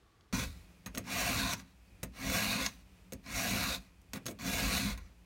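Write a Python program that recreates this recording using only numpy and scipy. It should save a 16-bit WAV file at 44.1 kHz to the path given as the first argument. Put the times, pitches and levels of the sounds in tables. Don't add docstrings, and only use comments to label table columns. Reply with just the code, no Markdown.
import sys
import numpy as np
from scipy import signal
from scipy.fft import rfft, irfft
from scipy.io import wavfile
from scipy.ndimage import uniform_filter1d, map_coordinates

SR = 44100
rng = np.random.default_rng(int(sys.argv[2]) if len(sys.argv) > 2 else 0)


def boost_factor(decibels):
    exponent = np.asarray(decibels, float) / 20
    return 10 ** exponent


def waveform_to_disk(signal):
    frames = np.transpose(np.atleast_2d(signal))
    scaled = np.clip(frames, -1, 1) * 32767
    samples = np.round(scaled).astype(np.int16)
    wavfile.write(sys.argv[1], SR, samples)


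N = 231853

# (start [s], end [s])
STROKES = [
    (-.05, 0.32),
    (1.08, 1.61),
    (2.2, 2.78),
    (3.27, 4),
    (4.42, 5.07),
]
# (time [s], pressure [dB], edge bite [dB])
PUSHES = [
    [(.327, -38, -2), (.341, -35.5, -3), (.379, -39.5, 1), (.391, -35.5, 0), (.443, -40, 1.5),
     (.489, -55, 4), (.65, -70, 5)],
    [(1.04, -55, -2.5), (1.124, -36.5, 1), (1.21, -34.5, 2), (1.54, -37.5, -1.5), (1.56, -53.5, -1),
     (1.606, -51, 0.5), (1.632, -65, -2), (1.73, -71, 1)],
    [(2.12, -65.5, -1), (2.194, -46, 0), (2.326, -34.5, 2), (2.45, -35, 1), (2.594, -36.5, -2.5),
     (2.668, -40, 1.5), (2.704, -56.5, 4), (2.83, -69, 2)],
    [(3.23, -67, 3), (3.268, -49.5, -3), (3.324, -40, 1), (3.39, -37, 2), (3.634, -36, 1.5),
     (3.75, -38.5, 1), (3.794, -60.5, 3.5), (3.91, -71, -1)],
    [(4.385, -72, -4), (4.39, -49.5, -1), (4.478, -38, 3), (4.65, -35, 1), (4.776, -35, 2.5),
     (4.93, -42, -1.5), (4.966, -60, -1.5), (5.13, -71, -5)],
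]
# (level above pressure [dB], share of bite [dB per dB])
PARTS = [
    (-14, -.5),
    (-5, -.5),
    (-7, .6),
    (-9.5, 1.0),
    (-4.5, -.5),
]
THUD, BAR, FILE, FIZZ, BENCH = range(5)
# (frequency [Hz], width [Hz], level [dB], swell [dB], turn [rad])
STEEL_MODES = [(496, 70, -17, -4, .2), (725, 65, 4.5, 4, 1.3), (1010, 80, 0.5, -7.5, 2.13),
               (1497, 38, -0.5, 4.5, 4.6), (1628, 106, -2.5, 7, 1.4), (2195, 84, -6.5, 13, 0.43),
               (2375, 120, 0, 4, 1.6), (2520, 105, -6, 6, 3.6), (2650, 110, -4, 6, 2.2),
               (3473, 150, -8.5, -6, 2.8), (3730, 160, -4.5, 10, 4.13), (3980, 150, -13, 8.5, 3.5),
               (4250, 200, -9, 11.5, 3.5), (4500, 200, -9, 6, 5.6), (5726, 73, -2, 3.5, 0.75),
               (5930, 170, -13, 19.5, 5.4), (6420, 40, -5.5, -1.5, 3.8), (8400, 130, -13.5, 0, 2.2),
               (9100, 87, -23, -9, 6.2), (11280, 390, -19, 8, 1.9), (12200, 250, -14, 1, 1.1),
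               (14000, 410, -20, 5.5, 1.4)]
# (frequency [Hz], density [dB per Hz])
GRIT_SPECTRUM = [(200, -34.5), (380, -3), (600, -7), (1000, -2), (1600, -4.5), (2450, -1), (3050, -13),
                 (4200, -5), (5100, -9), (6100, -12), (8000, -16), (10500, -18.5), (13500, -20.5),
                 (15600, -18.5)]
# (time [s], slide [s], steel [dB], fizz above steel [dB], wood [dB])
LANDINGS = [(.861, 0.0054, -43, 0, -49), (0.943, 0.048, -64, 4, -52), (0.977, 0.0056, -47, 6.5, -43.5),
            (2.031, 0.0063, -48, 9, -43), (3.122, 0.014, -59, 8, -48), (4.133, 0.038, -49.5, -1.5, -46.5),
            (4.257, 0.058, -59, 7.5, -48), (4.974, 0.0084, -55, -4, -64)]
LIFT_RATES = [434, 673, 945, 1160, 237]
# (time [s], peak [dB], treble above peak [dB], ring above peak [dB], decay [s])
KNOCKS = [(0.8608, -38.5, -7, 0, 0.027), (0.9488, -33.5, -10, -10, 0.017), (0.9562, -40, 6, -23, 0.0072),
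          (0.9747, -27, -28, -3.5, 0.017), (0.9811, -35.5, 13.5, -10, 0.011), (1.5342, -27, 0, -11, 0.023),
          (2.0308, -33, 0.5, -8, 0.033), (2.2978, -30, -12, -11, 0.028), (2.6626, -18, -19, -12, 0.017),
          (3.1222, -36.5, -5, -5, 0.018), (3.134, -42.5, 11.5, -15, 0.0074), (4.0164, -69, 14, -13, 0.018),
          (4.1335, -32, -1.5, -8, 0.028), (4.257, -41, -3, 0, 0.022), (4.2639, -32.5, 1.5, 2.5, 0.053),
          (4.282, -32.5, -12, -17, 0.046), (4.3114, -45, -1, -9, 0.021), (4.976, -44, -3, -8, 0.024)]
# (time [s], peak [dB])
SLIPS = [(0.2088, -53), (1.077, -40), (1.599, -41), (2.175, -50), (3.2627, -39), (4.1598, -36),
         (4.3887, -43)]
# (treble above peak [dB], ring above peak [dB], decay [s])
SLIP_TONE = (-32, -21, 0.012)
# (frequency [Hz], level [dB], decay [s])
HOLDER_MODES = [(1868, -6, .02), (2600, -6, .03), (4100, -8, .02), (6471, 3, .075), (8075, -14, .03),
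                (9970, -12, .04), (12540, -11, .015), (14550, -10, .015)]
# (frequency [Hz], width [Hz], level [dB])
BENCH_MODES = [(111, 26, -3), (123, 109, -10.5), (179.6, 20.3, -1.5), (202.4, 26.7, 0.5), (257.2, 20, -6),
               (263.5, 12.6, 1.5)]
# (time [s], sway [dB], bench above pressure [dB])
JOLTS = [(0.359, -39.5, 5.5), (.47, -39.5, 1), (.54, -51, -5), (.92, -51, 0), (1.0, -52, 21),
         (1.2, -46, -4), (1.33, -39.5, 3.5), (1.44, -43.5, 0.5), (1.9, -59, 0), (2.06, -52, 0),
         (2.27, -39.5, 3.5), (2.48, -41, 0), (2.62, -45, -1), (3.15, -54.5, 0), (3.36, -43, -1),
         (3.55, -40, 7), (3.73, -44, -4.5), (4.45, -48, 6), (4.55, -41, 3), (4.68, -32.5, 1.5),
         (4.86, -48, 6.5), (4.919, -40.5, -3.5), (5.02, -44.5, -2), (5.09, -55, -1)]
# (frequency [Hz], density [dB per Hz])
AIR_FIRST = [(15, -40), (25, -7), (60, 6.5), (245, -7.5), (457, -6), (600, -18), (669, -11), (1010, -16.5),
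             (1150, -14), (1680, -16.5), (2820, -20.5), (3510, -20), (16500, -38)]
# (frequency [Hz], density [dB per Hz])
AIR_SECOND = [(53, -35), (90, -1), (119, -11.5), (145, -19), (183, 3.5), (209, -17.5), (301, -14),
              (328, -17.5), (1250, -26), (1480, -26.5), (2430, -25.5), (3900, -31.5), (4640, -31.5),
              (15500, -40.5)]
# (time [s], swell [dB])
RETURNS = [(.56, 3.5), (.72, 2.5), (1.03, 5.5), (1.96, 2), (2.97, 2), (3.08, 0.5), (4.27, 3.5)]
# (time [s], frequency [Hz], level [dB], spread [s])
SQUEAK = (1.88, 4570, -75, .012)

CUT_S = .327
BAND_EDGES_HZ = (640, 3100, 7400)


def rasp():
    rest = steel(bites(share=.32, spread_db=1.6)) * boost_factor(0.49 * walk(150) + 0.96 * walk(39))
    wood, rest = split(rest, BAND_EDGES_HZ[0], order=5)
    push_thud = level(split(wood, 610, order=1)[0], 0)
    out = push_thud * boost_factor(pushed(THUD) + 1.84 * walk(14))
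    land_thud = level(split(wood, 450, order=3)[0], 0)
    out += land_thud * landed(THUD)
    for part, hz in zip((BAR, FILE), BAND_EDGES_HZ[1:]):
        band, rest = split(rest, hz, order=5)
        out += level(band, 0) * np.hypot(boost_factor(pushed(part)), landed(part))
    return out + level(rest, 0) * np.hypot(boost_factor(pushed(FIZZ)), landed(FIZZ))


def bites(share, spread_db):
    size = boost_factor(spread_db * rng.exponential(size=N)) * (rng.random(N) < share)
    return level(size * rng.standard_normal(N), 0)


def steel(drive):
    t = np.arange(N) / SR
    place = 5.5 * np.interp(t, np.ravel(STROKES), np.tile([0, 1], len(STROKES)))
    rings = 0
    for hz, width, db, swell_db, turn in STEEL_MODES:
        damped_width = max(width, 70, hz / 24)
        mode_db = db + swell_db * np.cos(place - turn) + 2.55 * walk(18)
        rings = rings + boost_factor(mode_db) * resonate(drive, hz, damped_width)
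    seat_db = .4 * np.clip(pushed(FILE) + 45, -20, 0) - 5 * (np.arange(N) < .7 * SR)
    grit = patchy(colour(drive[::-1], GRIT_SPECTRUM), spread_db=2.6, wide=2, long=7)
    return level(grit, -3) + level(rings, -2.2) * boost_factor(seat_db)


def patchy(x, spread_db, wide, long):
    cells = signal.stft(x, nperseg=512)[2]
    field = rng.standard_normal(cells.shape)
    field = uniform_filter1d(uniform_filter1d(field, wide, axis=0), long, axis=1)
    return signal.istft(cells * boost_factor(spread_db * field / field.std()), nperseg=512)[1][:N]


def pushed(part):
    t, db = np.arange(N) / SR, np.full(N, -150.)
    above_db, bite_share = PARTS[part]
    for s, pressure_db, bite_db in map(np.transpose, PUSHES):
        span = (t >= s[0]) & (t < s[-1])
        db[span] = np.interp(t[span], s, pressure_db + above_db + bite_share * bite_db)
    return db


def landed(part):
    t, power = np.arange(N) / SR, 0
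    for s, slide, steel_db, fizz_db, wood_db in LANDINGS:
        db = (wood_db, steel_db, steel_db - 9, steel_db + fizz_db, wood_db + 3)[part]
        rise = np.clip((t - s) / 0.0013, 0, 1)
        fall_db = LIFT_RATES[part] * np.maximum(t - s - slide, 0)
        power = power + (rise * boost_factor(db - fall_db)) ** 2
    return np.sqrt(power)


def knocks():
    out, t = np.zeros(N + SR), np.arange(SR // 10) / SR
    slips = [(*slip, *SLIP_TONE) for slip in SLIPS]
    for s, db, treble_db, ring_db, decay in KNOCKS + slips:
        noise = rng.standard_normal(len(t)) * decaying(t, max(decay, .002))
        low, high = split(split(noise, 710)[1], 5570)
        crack = low / np.abs(low).max() + boost_factor(treble_db) * high / np.abs(high).max()
        ring = 0
        for hz, mode_db, t60 in HOLDER_MODES:
            gain_chance, pitch_chance = rng.standard_normal(2)
            tone = np.sin(2 * np.pi * hz * (1 + 0.00033 * pitch_chance) * t)
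            ring = ring + boost_factor(mode_db + gain_chance) * tone * decaying(t, t60)
        i = int(s * SR)
        out[i:i + len(t)] += boost_factor(db) * (crack + boost_factor(ring_db) * ring / np.abs(ring).max())
    return out[:N]


def bench():
    hum = 0
    for hz, width, db in BENCH_MODES:
        mode = resonate(resonate(rng.standard_normal(N), hz, 1.5 * width), hz, 1.88 * width)
        hum = hum + boost_factor(db + 0.47 * walk(12)) * mode
    push = rng.standard_normal(N)
    sway = resonate(resonate(push, 45.8, 25), 56.4, 32)
    sway += boost_factor(-7) * resonate(resonate(push, 56.8, 19), 58.6, 48)
    sway = level(split(sway, 43)[1], 0)
    sway_db, load_db = rocking()
    shake = np.hypot(boost_factor(fade(pushed(BENCH) + load_db, db_per_s=194)), landed(BENCH))
    near = np.arange(N) > CUT_S * SR
    return level(hum, 0) * shake + sway * boost_factor(sway_db) * near


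def rocking():
    s, sway_db, bench_db = np.transpose(JOLTS)[:, :, None]
    late = np.arange(N) / SR - s
    sway = sway_db - np.maximum(-late * 193, late * 109)
    load = bench_db * np.exp(-(late / 0.039) ** 2 / 2)
    return np.maximum(sway.max(axis=0), -60.5), load.sum(axis=0)


def fade(db, db_per_s):
    slope = db_per_s * np.arange(N) / SR
    return np.maximum.accumulate(db + slope) - slope


def workshop():
    t = np.arange(N) / SR
    far = level(colour(rng.standard_normal(N), AIR_FIRST), -66)
    far += level(resonate(rng.standard_normal(N), 1135, 28), -77.5)
    stir_db = sum(db * np.exp(-((t - s) / 0.089) ** 2 / 2) for s, db in RETURNS)
    near_db = -64.5 + stir_db + 0.41 * walk(4.27)
    near = level(colour(rng.standard_normal(N), AIR_SECOND), 0) * boost_factor(near_db)
    singing = level(resonate(rng.standard_normal(N), 2480, 150), -81.5)
    near += singing * boost_factor(2.2 * stir_db + 1.7 * walk(7))
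    s, hz, db, spread = SQUEAK
    squeak = boost_factor(db) * np.exp(-((t - s) / spread) ** 2 / 2) * np.sin(2 * np.pi * hz * t)
    return np.where(t < CUT_S, far, near) + squeak


def walls(work):
    t = np.arange(SR // 2) / SR
    response = split(rng.standard_normal(len(t)), 2200, order=1)[0] * decaying(t, 0.12)
    return signal.fftconvolve(work, response / np.sqrt(np.sum(response ** 2)))[:N]


def decaying(t, t60):
    return np.exp(-np.log(1000) * t / t60)


def level(x, db):
    return x * boost_factor(db) / np.sqrt(np.mean(x ** 2))


def colour(x, shape):
    hz, db = np.transpose(shape)
    grid = np.log(np.maximum(np.fft.rfftfreq(2048, 1 / SR), 1))
    cepstrum = irfft(np.interp(grid, np.log(hz), db) * np.log(10) / 20)
    cepstrum[1:1024] *= 2
    cepstrum[1025:] = 0
    return signal.fftconvolve(x, irfft(np.exp(rfft(cepstrum))))[:N]


def resonate(x, hz, width):
    return signal.lfilter(*signal.iirpeak(min(hz, .45 * SR), hz / max(width, 1), fs=SR), x)


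def walk(rate):
    steps = np.arange(0, N + 64, 64)
    smooth = map_coordinates(rng.standard_normal(1024), [steps * rate / SR], order=3)
    return np.interp(np.arange(N), steps, smooth)


def split(x, hz, order=4):
    return [signal.sosfilt(signal.butter(order, hz, kind, fs=SR, output="sos"), x) for kind in ("low", "high")]


def scene():
    work = rasp() + knocks()
    mix = work + boost_factor(-12.5) * walls(work) + bench() + workshop()
    return np.tile(mix, (2, 1))


def top_cut(x):
    return signal.sosfilt(signal.butter(12, 16800, fs=SR, output="sos"), x)


def record(dry):
    mix = signal.sosfilt(signal.ellip(6, .5, 25, 15900, fs=SR, output="sos"), dry)
    return top_cut(mix)


dry = scene()
out = record(dry)
waveform_to_disk(out)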